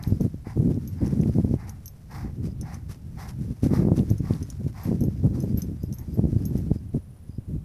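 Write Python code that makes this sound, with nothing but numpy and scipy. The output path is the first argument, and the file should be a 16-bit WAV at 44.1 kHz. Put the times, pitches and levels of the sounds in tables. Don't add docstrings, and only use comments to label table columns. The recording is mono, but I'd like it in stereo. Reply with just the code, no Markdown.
import sys
import numpy as np
from scipy import signal
from scipy.fft import rfft, irfft
from scipy.io import wavfile
from scipy.ndimage import uniform_filter1d

SR = 44100
rng = np.random.default_rng(int(sys.argv[2]) if len(sys.argv) > 2 else 0)


def inscribe(sig):
    pcm = np.round(np.clip(np.atleast_2d(sig).T, -1, 1) * 32767)
    wavfile.write(sys.argv[1], SR, pcm.astype(np.int16))


N = 336924
TIME = np.arange(N) / SR
BINS = np.fft.rfftfreq(N, 1 / SR)


def amp(db):
    return 10 ** (np.asarray(db) / 20)


def unit(x):
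    return x / np.sqrt(np.mean(x ** 2) + 1e-20)


def curve(rows):
    return np.interp(TIME, *np.transpose(rows))


def colour(x, spectrum):
    hz, db = np.transpose(spectrum)
    response = amp(np.interp(np.log(BINS + 1), np.log(hz), db))
    return irfft(rfft(x) * response, N)


def noise(spectrum):
    return unit(colour(rng.standard_normal(N), spectrum))


def wander(rate_hz):
    lowpass = np.exp(-(BINS / rate_hz) ** 2)
    return unit(irfft(rfft(rng.standard_normal(N)) * lowpass, N))


def pair(make, shared):
    shared = np.clip(shared, 0, 1)
    common = np.sqrt(shared) * make()
    return common + np.sqrt(1 - shared) * np.array([make(), make()])


def add(mix, s, sound):
    start = round(s * SR)
    sound = sound[max(-start, 0):]
    part = mix[max(start, 0):][:len(sound)]
    part += sound[:len(part)]


def burst(t, rise, decay):
    shape = (1 - np.exp(-(t / rise) ** 2)) * np.exp(-t / decay)
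    return shape / shape.max()


# (frequency [Hz], level [dB per Hz])
AIR_SPECTRUM = [(120, 12), (300, -5), (600, -6.5), (1100, -15.5), (2000, -22.5), (3500, -24.5),
                (15000, -23.5)]


def open_air(db=-50.5):
    return amp(db) * pair(lambda: noise(AIR_SPECTRUM), 0.25)


def whine(db=-77, hz=10380, blur_hz=110):
    return amp(db) * wander(1.0) * wander(blur_hz) * np.sin(2 * np.pi * hz * TIME)


BIRD_PHRASES = [.06, .44, .95, 1.25, 2.42, 5.11, 5.43, 5.77, 6.06, 6.35, 6.68, 7.27]


def bird(db=-71.5, hz=4850, length=0.114, notes_per_s=70, sweep_hz=340, rise_hz=130, blur_hz=170):
    t, out = np.arange(round(length * SR)) / SR, np.zeros(N)
    progress = t / length
    for s in BIRD_PHRASES:
        note = (notes_per_s * t + rng.random()) % 1
        pitch = hz + rise_hz * progress - sweep_hz * (note - .5)
        swell = np.sqrt(np.sin(np.pi * progress ** 2)) * np.sin(np.pi * note)
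        trill = swell * np.sin(2 * np.pi * np.cumsum(pitch) / SR)
        add(out, s, amp(db) * unit(trill))
    return out * wander(blur_hz)


# (frequency [Hz], level [dB per Hz])
SAND_SPECTRUM = [(150, -1), (500, 9.5), (2000, 3), (3200, -2.5), (5500, 4), (8000, -0.5), (11000, 1),
                 (15000, -8)]


def grains(per_s=5000, spread_db=6.5, dust=1.0):
    hits = rng.random(N) < per_s / SR
    sizes = amp(spread_db * np.minimum(rng.exponential(1, N), 5)) * hits
    ticks = unit(sizes * rng.choice([-1, 1], N))
    return unit(colour(ticks + dust * rng.standard_normal(N), SAND_SPECTRUM))


def eddy(hz, vent_hz=72, build=0.58, collapse=1.53, sharpness=1.182):
    t = np.arange(-SR // 50, SR // 50) / SR + 0.0012
    turn = 2 * np.pi * hz * sharpness * t
    bump = np.exp(-np.logaddexp(-build * turn, collapse * turn))
    bass_cut = signal.butter(N=3, Wn=vent_hz, btype="high", fs=SR, output="sos")
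    swing = signal.sosfilt(bass_cut, bump)
    return swing / abs(swing).max()


def swirls(force, per_s=110, spread_db=2, slow_hz=115, fast_hz=340, roll=1):
    out = np.zeros(N)
    for speed in np.linspace(0, 1, num=10):
        hz = slow_hz + speed * (fast_hz - slow_hz)
        favoured = np.exp(-((speed - .7 * force) / .4) ** 2)
        rate = per_s * (.35 + force) * favoured / 2
        sizes = amp(spread_db * rng.exponential(1, N)) * (rng.random(N) < rate / SR)
        pop = eddy(hz)
        rolling = signal.lfilter(*signal.iirpeak(hz, 2, fs=SR), pop)
        out += signal.oaconvolve(sizes, pop + roll * rolling, "same")
    return out


# (start [s], length [s], level before shaping [dB], port that is hit)
GUST_HITS = [(0.058, 0.11, -23, "right"), (0.193, 0.071, -16.5, "right"), (0.555, 0.16, -16, "right"),
             (0.732, 0.052, -21, "right"), (1, 0.073, -17, "right"), (1.111, 0.19, -17.5, "right"),
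             (1.339, 0.067, -17.5, "right"), (1.423, 0.14, -22.5, "right"), (3.37, 0.058, -26.5, "right"),
             (3.626, 0.04, -12.5, "right"), (3.679, 0.279, -17.5, "right"), (3.97, .062, -14, "right"),
             (3.776, 0.037, -17, "left"), (4.092, 0.068, -25.5, "right"), (4.397, 0.037, -24.5, "right"),
             (4.581, 0.093, -24.5, "right"), (4.847, 0.12, -19, "right"), (4.953, 0.36, -26, "left"),
             (4.992, 0.075, -19.5, "right"), (5.225, 0.046, -13.5, "right"), (5.291, 0.29, -22, "right"),
             (5.55, 0.035, -23.5, "left"), (5.61, 0.11, -26, "right"), (5.866, 0.061, -26.5, "right"),
             (6.065, 0.13, -27, "right"), (6.173, 0.19, -22.5, "right"), (6.375, 0.35, -23.5, "right"),
             (6.928, 0.045, -19, "right"), (7.474, 0.089, -24, "right")]


def gusting(port, attack_s=0.016, release_s=0.0123, climb_db=1):
    t, strength = np.arange(SR) / SR, np.zeros(N)
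    for s, length, db, side in GUST_HITS:
        if side == port:
            hold = amp(db + climb_db * (np.minimum(t / length, 1) - 1.5))
            attack = np.minimum(t / attack_s, 1)
            release = np.exp(-np.maximum(t - length, 0) / release_s)
            add(strength, s, attack * hold * release)
    return strength


def steady(x):
    power = uniform_filter1d(uniform_filter1d(x ** 2, size=2400), size=1200)
    return x / np.sqrt(power + 1e-6)


# (time [s], level before lulls and trim [dB])
LEFT_BREEZE = [(0, -40.5), (.55, -40), (1.1, -25), (1.9, -50.5), (2.45, -22.5), (2.65, -36), (4.3, -36.5),
               (5.45, -43.5), (6.8, -41), (7.2, -60), (7.64, -38.5)]
RIGHT_BREEZE = [(0, -33.5), (.43, -43), (.85, -34), (1.6, -29.5), (1.95, -44.5), (2.15, -36), (3.3, -39),
                (3.52, -24), (3.58, -45.5), (3.7, -30.5), (6.98, -35.5), (7.12, -44), (7.35, -42),
                (7.5, -38)]
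# (frequency [Hz], level [dB per Hz])
BREEZE_SPECTRUM = [(20, -58), (32, -37), (50, 2), (90, 4), (140, 0), (220, -10), (350, -25), (600, -46.5),
                   (3000, -56)]
GUST_SPECTRUM = [(25, -55), (50, -11), (90, 4), (160, 7), (260, -1), (400, -14), (650, -33.5), (1200, -58),
                 (3000, -54.5)]


def wind(breeze, port, trim_db, swirl_db, hiss_db, calm_db, span_db,
         lumpy_db=3, bass_cut_hz=45, lull_db=3.5, lull_hz=9):
    gusts = gusting(port)
    breeze_gain = amp(curve(breeze) + lull_db * wander(lull_hz))
    level_db = 20 * np.log10(np.hypot(breeze_gain, gusts))
    force = np.clip((level_db - calm_db) / span_db, 0, 1)
    lumps = amp(lumpy_db * wander(32.3))
    flow = np.sqrt(1 - force ** 2) * noise(BREEZE_SPECTRUM) + force * lumps * noise(GUST_SPECTRUM)
    flow += amp(swirl_db) * (0.25 + force) * lumps * unit(swirls(force))
    bass_cut = signal.butter(2, bass_cut_hz, "high", fs=SR, output="sos")
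    rumble = amp(level_db + trim_db) * steady(signal.sosfilt(bass_cut, flow))
    return rumble + amp(hiss_db) * gusts * grains()


# (time [s], relative level [dB], base pitch before sharpening [Hz], port that is hit)
LARGE_EDDIES = [(.076, -7, 127, "right"), (0.125, -0.5, 150, "right"), (.212, -5.5, 237, "right"),
                (.345, -14, 190, "right"), (0.472, -13.5, 212, "left"), (.602, -4, 146, "right"),
                (.692, -6, 169, "right"), (.777, -8.5, 204, "right"), (1.205, -3, 180, "right"),
                (1.387, -1, 234, "right"), (1.449, -3, 199, "right"), (1.513, -5.5, 178, "right"),
                (1.542, -2.5, 244, "right"), (3.509, -10.5, 141, "right"), (3.635, -2, 208, "right"),
                (3.665, -3, 202, "left"), (3.737, -4, 334, "right"), (3.853, -3.5, 240, "right"),
                (3.887, -5.5, 342, "right"), (3.92, 2, 213, "right"), (4.115, -0.5, 160, "right"),
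                (4.207, -6, 152, "right"), (4.31, -2, 219, "right"), (4.667, -8, 190, "right"),
                (4.918, -5.5, 274, "right"), (5.016, -5.5, 194, "right"), (5.085, -5, 189, "right"),
                (5.254, -2, 176, "right"), (5.546, -4.5, 138, "right"), (5.84, -10, 194, "right"),
                (6.195, -1, 224, "right"), (6.242, -4, 201, "right"), (6.255, -3.5, 203, "right"),
                (6.331, -6, 171, "right"), (6.366, -3, 143, "right"), (6.556, -4.5, 195, "right"),
                (6.717, -.5, 196, "right"), (6.762, -11.5, 176, "right"), (6.95, -7.5, 228, "right"),
                (6.972, -12, 172, "right"), (7.297, -16.5, 119, "left"), (7.386, -13, 148, "right")]


def eddies(flow, port, gain_db=-2.5, sweep=0.85, sweep_s=0.0065, wake=0.21, wake_s=0.00692):
    pressure, room = np.zeros(N), np.ones(N)
    dip = min(sweep, 1) * np.hanning(round(2 * sweep_s * SR))
    for s, db, hz, side in LARGE_EDDIES:
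        if side == port:
            for place, share in [(-0.011, 1), (-1, wake), (0.96, wake)]:
                lag, size, speed = 1 + place * rng.uniform(-0.51, 0.512, 3)
                pop = eddy(hz * np.sqrt(speed))
                start = s + place * lag * wake_s - len(pop) / SR / 2
                add(pressure, start, amp(db + gain_db) * share * size * pop)
            add(room, s - sweep_s, -dip)
    return room * flow + pressure


# (time [s], peak level [dB], pitch [Hz])
PEBBLE_CLICKS = [(0.037, -30.5, 3900), (0.7438, -45, 5230), (1.235, -39.5, 2420), (3.991, -37.5, 3600),
                 (4.336, -36, 4240)]


def pebbles(decay=0.0011, width=0.27):
    t, out = np.arange(SR // 50) / SR, np.zeros(N)
    for s, db, hz in PEBBLE_CLICKS:
        band = signal.butter(2, [hz * (1 - width), hz * (1 + width)], "band", fs=SR, output="sos")
        click = signal.sosfilt(band, rng.standard_normal(len(t)) * np.exp(-t / decay))
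        add(out, s, amp(db) * click / abs(click).max())
    return out


def ring(modes, t, detune):
    hz, db, t60 = np.transpose(modes)[:, :, None]
    size, shift, phase = rng.standard_normal((3, len(modes), 1))
    fade = amp(db + 2 * size - 60 * t / t60)
    tones = np.sin(2 * np.pi * (hz * (1 + detune * shift) * t + phase))
    return (fade * tones).sum(0)


# (time [s], relative level [dB], high ring relative to that [dB])
SNAP_KNOCKS = [(0.0277, -33.5, -8), (0.076, -36, -2), (.2099, -36, -3.5), (0.8757, -34.5, -3),
               (1.0616, -40, -30), (1.0782, -35.5, -30), (1.213, -35.5, -30), (1.6943, -29.5, -15),
               (1.8582, -30, -4.5), (1.8793, -31.5, -13), (2.612, -28, -22), (2.7435, -33.5, -23),
               (3.2886, -35, -23), (3.97, -36, -37), (4.101, -31.5, -7), (4.1808, -34, -22),
               (4.4273, -31, -30), (4.5017, -26.5, -34), (4.8336, -38, 1.5), (5.007, -32.5, -8),
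               (5.038, -34.5, -7), (5.403, -30.5, -15), (5.424, -36, -7), (5.574, -34, 6.5),
               (5.6195, -23.5, -12), (5.8321, -37, -6), (5.9266, -31.5, -26), (5.938, -33, -4),
               (5.985, -34, -4), (6.1404, -52, 11.5), (6.454, -27.5, -5), (6.577, -40, -1)]
# (base pitch [Hz], relative level [dB], t60 [s])
BODY_MODES = [(5310, -10.5, 0.07), (5950, 4, 0.015), (6440, -6.5, 0.076), (10060, -6.5, 0.042),
              (11040, -2.5, 0.016)]
HIGH_RING_MODES = [(12400, -4.5, 0.098), (12530, -4, 0.13)]


def snap(knock_db=-8, tick_db=-11.5, tick_decay=0.0047, pitch_spread=0.0155,
         ring_left_db=-7, ring_right_db=0):
    t, out = np.arange(SR // 4) / SR, np.zeros((2, N))
    treble = signal.butter(2, 3500, "high", fs=SR, output="sos")
    for s, db, high_db in SNAP_KNOCKS:
        pitch = np.exp(pitch_spread * rng.standard_normal())
        for port, ring_db in zip(out, [ring_left_db, ring_right_db]):
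            body = amp(knock_db) * ring(BODY_MODES, pitch * t, detune=0.03)
            high = amp(ring_db + high_db) * ring(HIGH_RING_MODES, t, detune=0.0029)
            tick = signal.sosfilt(treble, rng.standard_normal(len(t)) * np.exp(-t / tick_decay))
            add(port, s, amp(db) * signal.sosfilt(treble, body + high + amp(tick_db) * tick))
    return out


# (time [s], swish level [dB], decay [s])
GRITTY_SWISHES = [(0.026, -52.5, 0.091), (.21, -57.5, 0.038), (0.463, -56, 0.1), (1.05, -50.5, 0.014),
                  (1.683, -53.5, 0.013), (2.433, -53, 0.03), (2.733, -51.5, 0.017), (2.893, -47.5, 0.025),
                  (3.284, -48, 0.015), (3.387, -58, 0.14), (3.635, -46, 0.018), (3.967, -47, 0.017),
                  (4.084, -54, 0.029), (4.322, -48, 0.022), (4.489, -55.5, 0.028), (4.681, -55, 0.016),
                  (4.842, -48.5, 0.052), (5.38, -57, 0.18), (5.579, -58.5, 0.041), (6.13, -61, 0.023),
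                  (6.531, -57, 0.14), (6.743, -59.5, 0.01), (6.934, -60, 0.035), (7.161, -75, 0.043),
                  (7.285, -68, 0.012)]
# (time [s], distance [m])
HORSE_DISTANCE = [(0, 6.4), (1.3, 2.73), (2.1, 6.1), (3.2, 6.1), (4.3, 2.86), (5.4, 6.6), (6.6, 3.1),
                  (7.1, 30)]
# (frequency [Hz], level [dB per Hz])
THUD_SPECTRUM = [(20, -30), (50, 15.5), (100, 10), (350, -9), (2000, -34)]


def swishes(thud_db=-10, swish_rise=0.034, thud_rise=0.0013, thud_decay=0.0093, clump_db=2.0, clump_hz=30,
            shuffle_db_at_1_m=-40.5, shuffle_fall=1.654):
    t, swish, push = np.arange(SR // 2) / SR, np.zeros(N), np.zeros(N)
    for s, db, decay in GRITTY_SWISHES:
        add(swish, s - swish_rise / 2, amp(db) * burst(t, swish_rise, decay))
        add(push, s, amp(db / 2 + thud_db) * burst(t, thud_rise, thud_decay))
    shuffle = amp(shuffle_db_at_1_m) / curve(HORSE_DISTANCE) ** shuffle_fall
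    moving = np.hypot(swish, shuffle)
    clumps = amp(clump_db * wander(clump_hz))
    return moving * clumps * pair(grains, 0.096) + push * noise(THUD_SPECTRUM)


# (time [s], pitch [Hz])
NOSE_RESONANCE = [(3.3, 780), (3.7, 1200), (6, 900)]
# (frequency [Hz], level [dB per Hz])
NOSE_SPECTRUM = [(300, -21), (560, -17), (780, 1), (1380, -12.5), (2000, -9.5), (2600, -22.5), (3300, -44),
                 (5000, -21), (7000, -41)]


def nose(resonance_db=-8, width_hz=70):
    turn = 2 * np.pi * np.cumsum(curve(NOSE_RESONANCE)) / SR
    resonance = wander(width_hz) * np.cos(turn) + wander(width_hz) * np.sin(turn)
    return unit(noise(NOSE_SPECTRUM) + amp(resonance_db) * resonance)


# (time [s], level [dB], length [s], nostril hiss [dB])
HORSE_BLOWS = [(-.04, -50.5, 0.23, -79), (0.442, -50, 0.16, -90), (0.956, -53, 0.29, -73),
               (1.562, -51.5, 0.29, -78), (2.087, -48, 0.29, -47), (2.622, -49, 0.25, -53.5),
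               (3.161, -47.5, 0.22, -44.5), (3.691, -45, 0.26, -42.5), (4.223, -51, 0.26, -51),
               (4.736, -50.5, 0.27, -49), (5.323, -62.5, 0.16, -51), (5.958, -60.5, 0.16, -75)]


def blows(gain_db=0, hiss_db=0, flutter_db=2.0, early=0.49):
    flow, jet = np.zeros(N), np.zeros(N)
    for s, db, length, nostril_db in HORSE_BLOWS:
        swell = np.sin(np.pi * np.linspace(0, 1, round(length * SR)) ** early) ** 2
        add(flow, s, amp(db + gain_db) * swell)
        add(jet, s, amp(nostril_db + hiss_db) * swell ** 2)
    hiss = [(1000, 12.0), (3000, -4.5), (5200, 5.5), (7500, -2)]  # (frequency [Hz], level [dB per Hz])
    air = flow * pair(nose, 0.87) + jet * pair(lambda: noise(hiss), 0.069)
    flutter = amp(flutter_db * (wander(31) + wander(300)) / np.sqrt(2))
    return air * flutter


def scene():
    left = wind(LEFT_BREEZE, "left", trim_db=-1.0, swirl_db=-4, hiss_db=-35.5, calm_db=-36.5, span_db=27)
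    right = wind(RIGHT_BREEZE, "right", trim_db=-0.5, swirl_db=-5.0, hiss_db=-39.5,
                 calm_db=-36.5, span_db=18.5)
    far = bird() + whine() + open_air()
    windy = np.array([eddies(left, "left"), eddies(right, "right")])
    horse = pebbles() + snap() + swishes() + blows()
    return horse + windy + far


# (frequency [Hz], left level [dB], right level [dB])
PORT_COLOURS = [(318, 2, 3), (776, 1, -1.5), (2100, 4, -1.5), (4470, 1.5, -4.5), (5960, 3.5, -7.5),
                (6740, -2, -3), (9800, -4.5, 1), (11800, -3.5, 0.5), (15100, -2, -1.5)]


def record(dry, edge_hz=14800):
    ports = np.array(PORT_COLOURS)
    heard = np.array([colour(dry[0], ports[:, :2]), colour(dry[1], ports[:, ::2])])
    rounded = heard / (1 + heard ** 4) ** .25
    lowpass = signal.firwin(201, edge_hz, window=("kaiser", 9), fs=SR)
    return signal.oaconvolve(rounded, lowpass[None], "same")


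dry = scene()
out = record(dry)
inscribe(out)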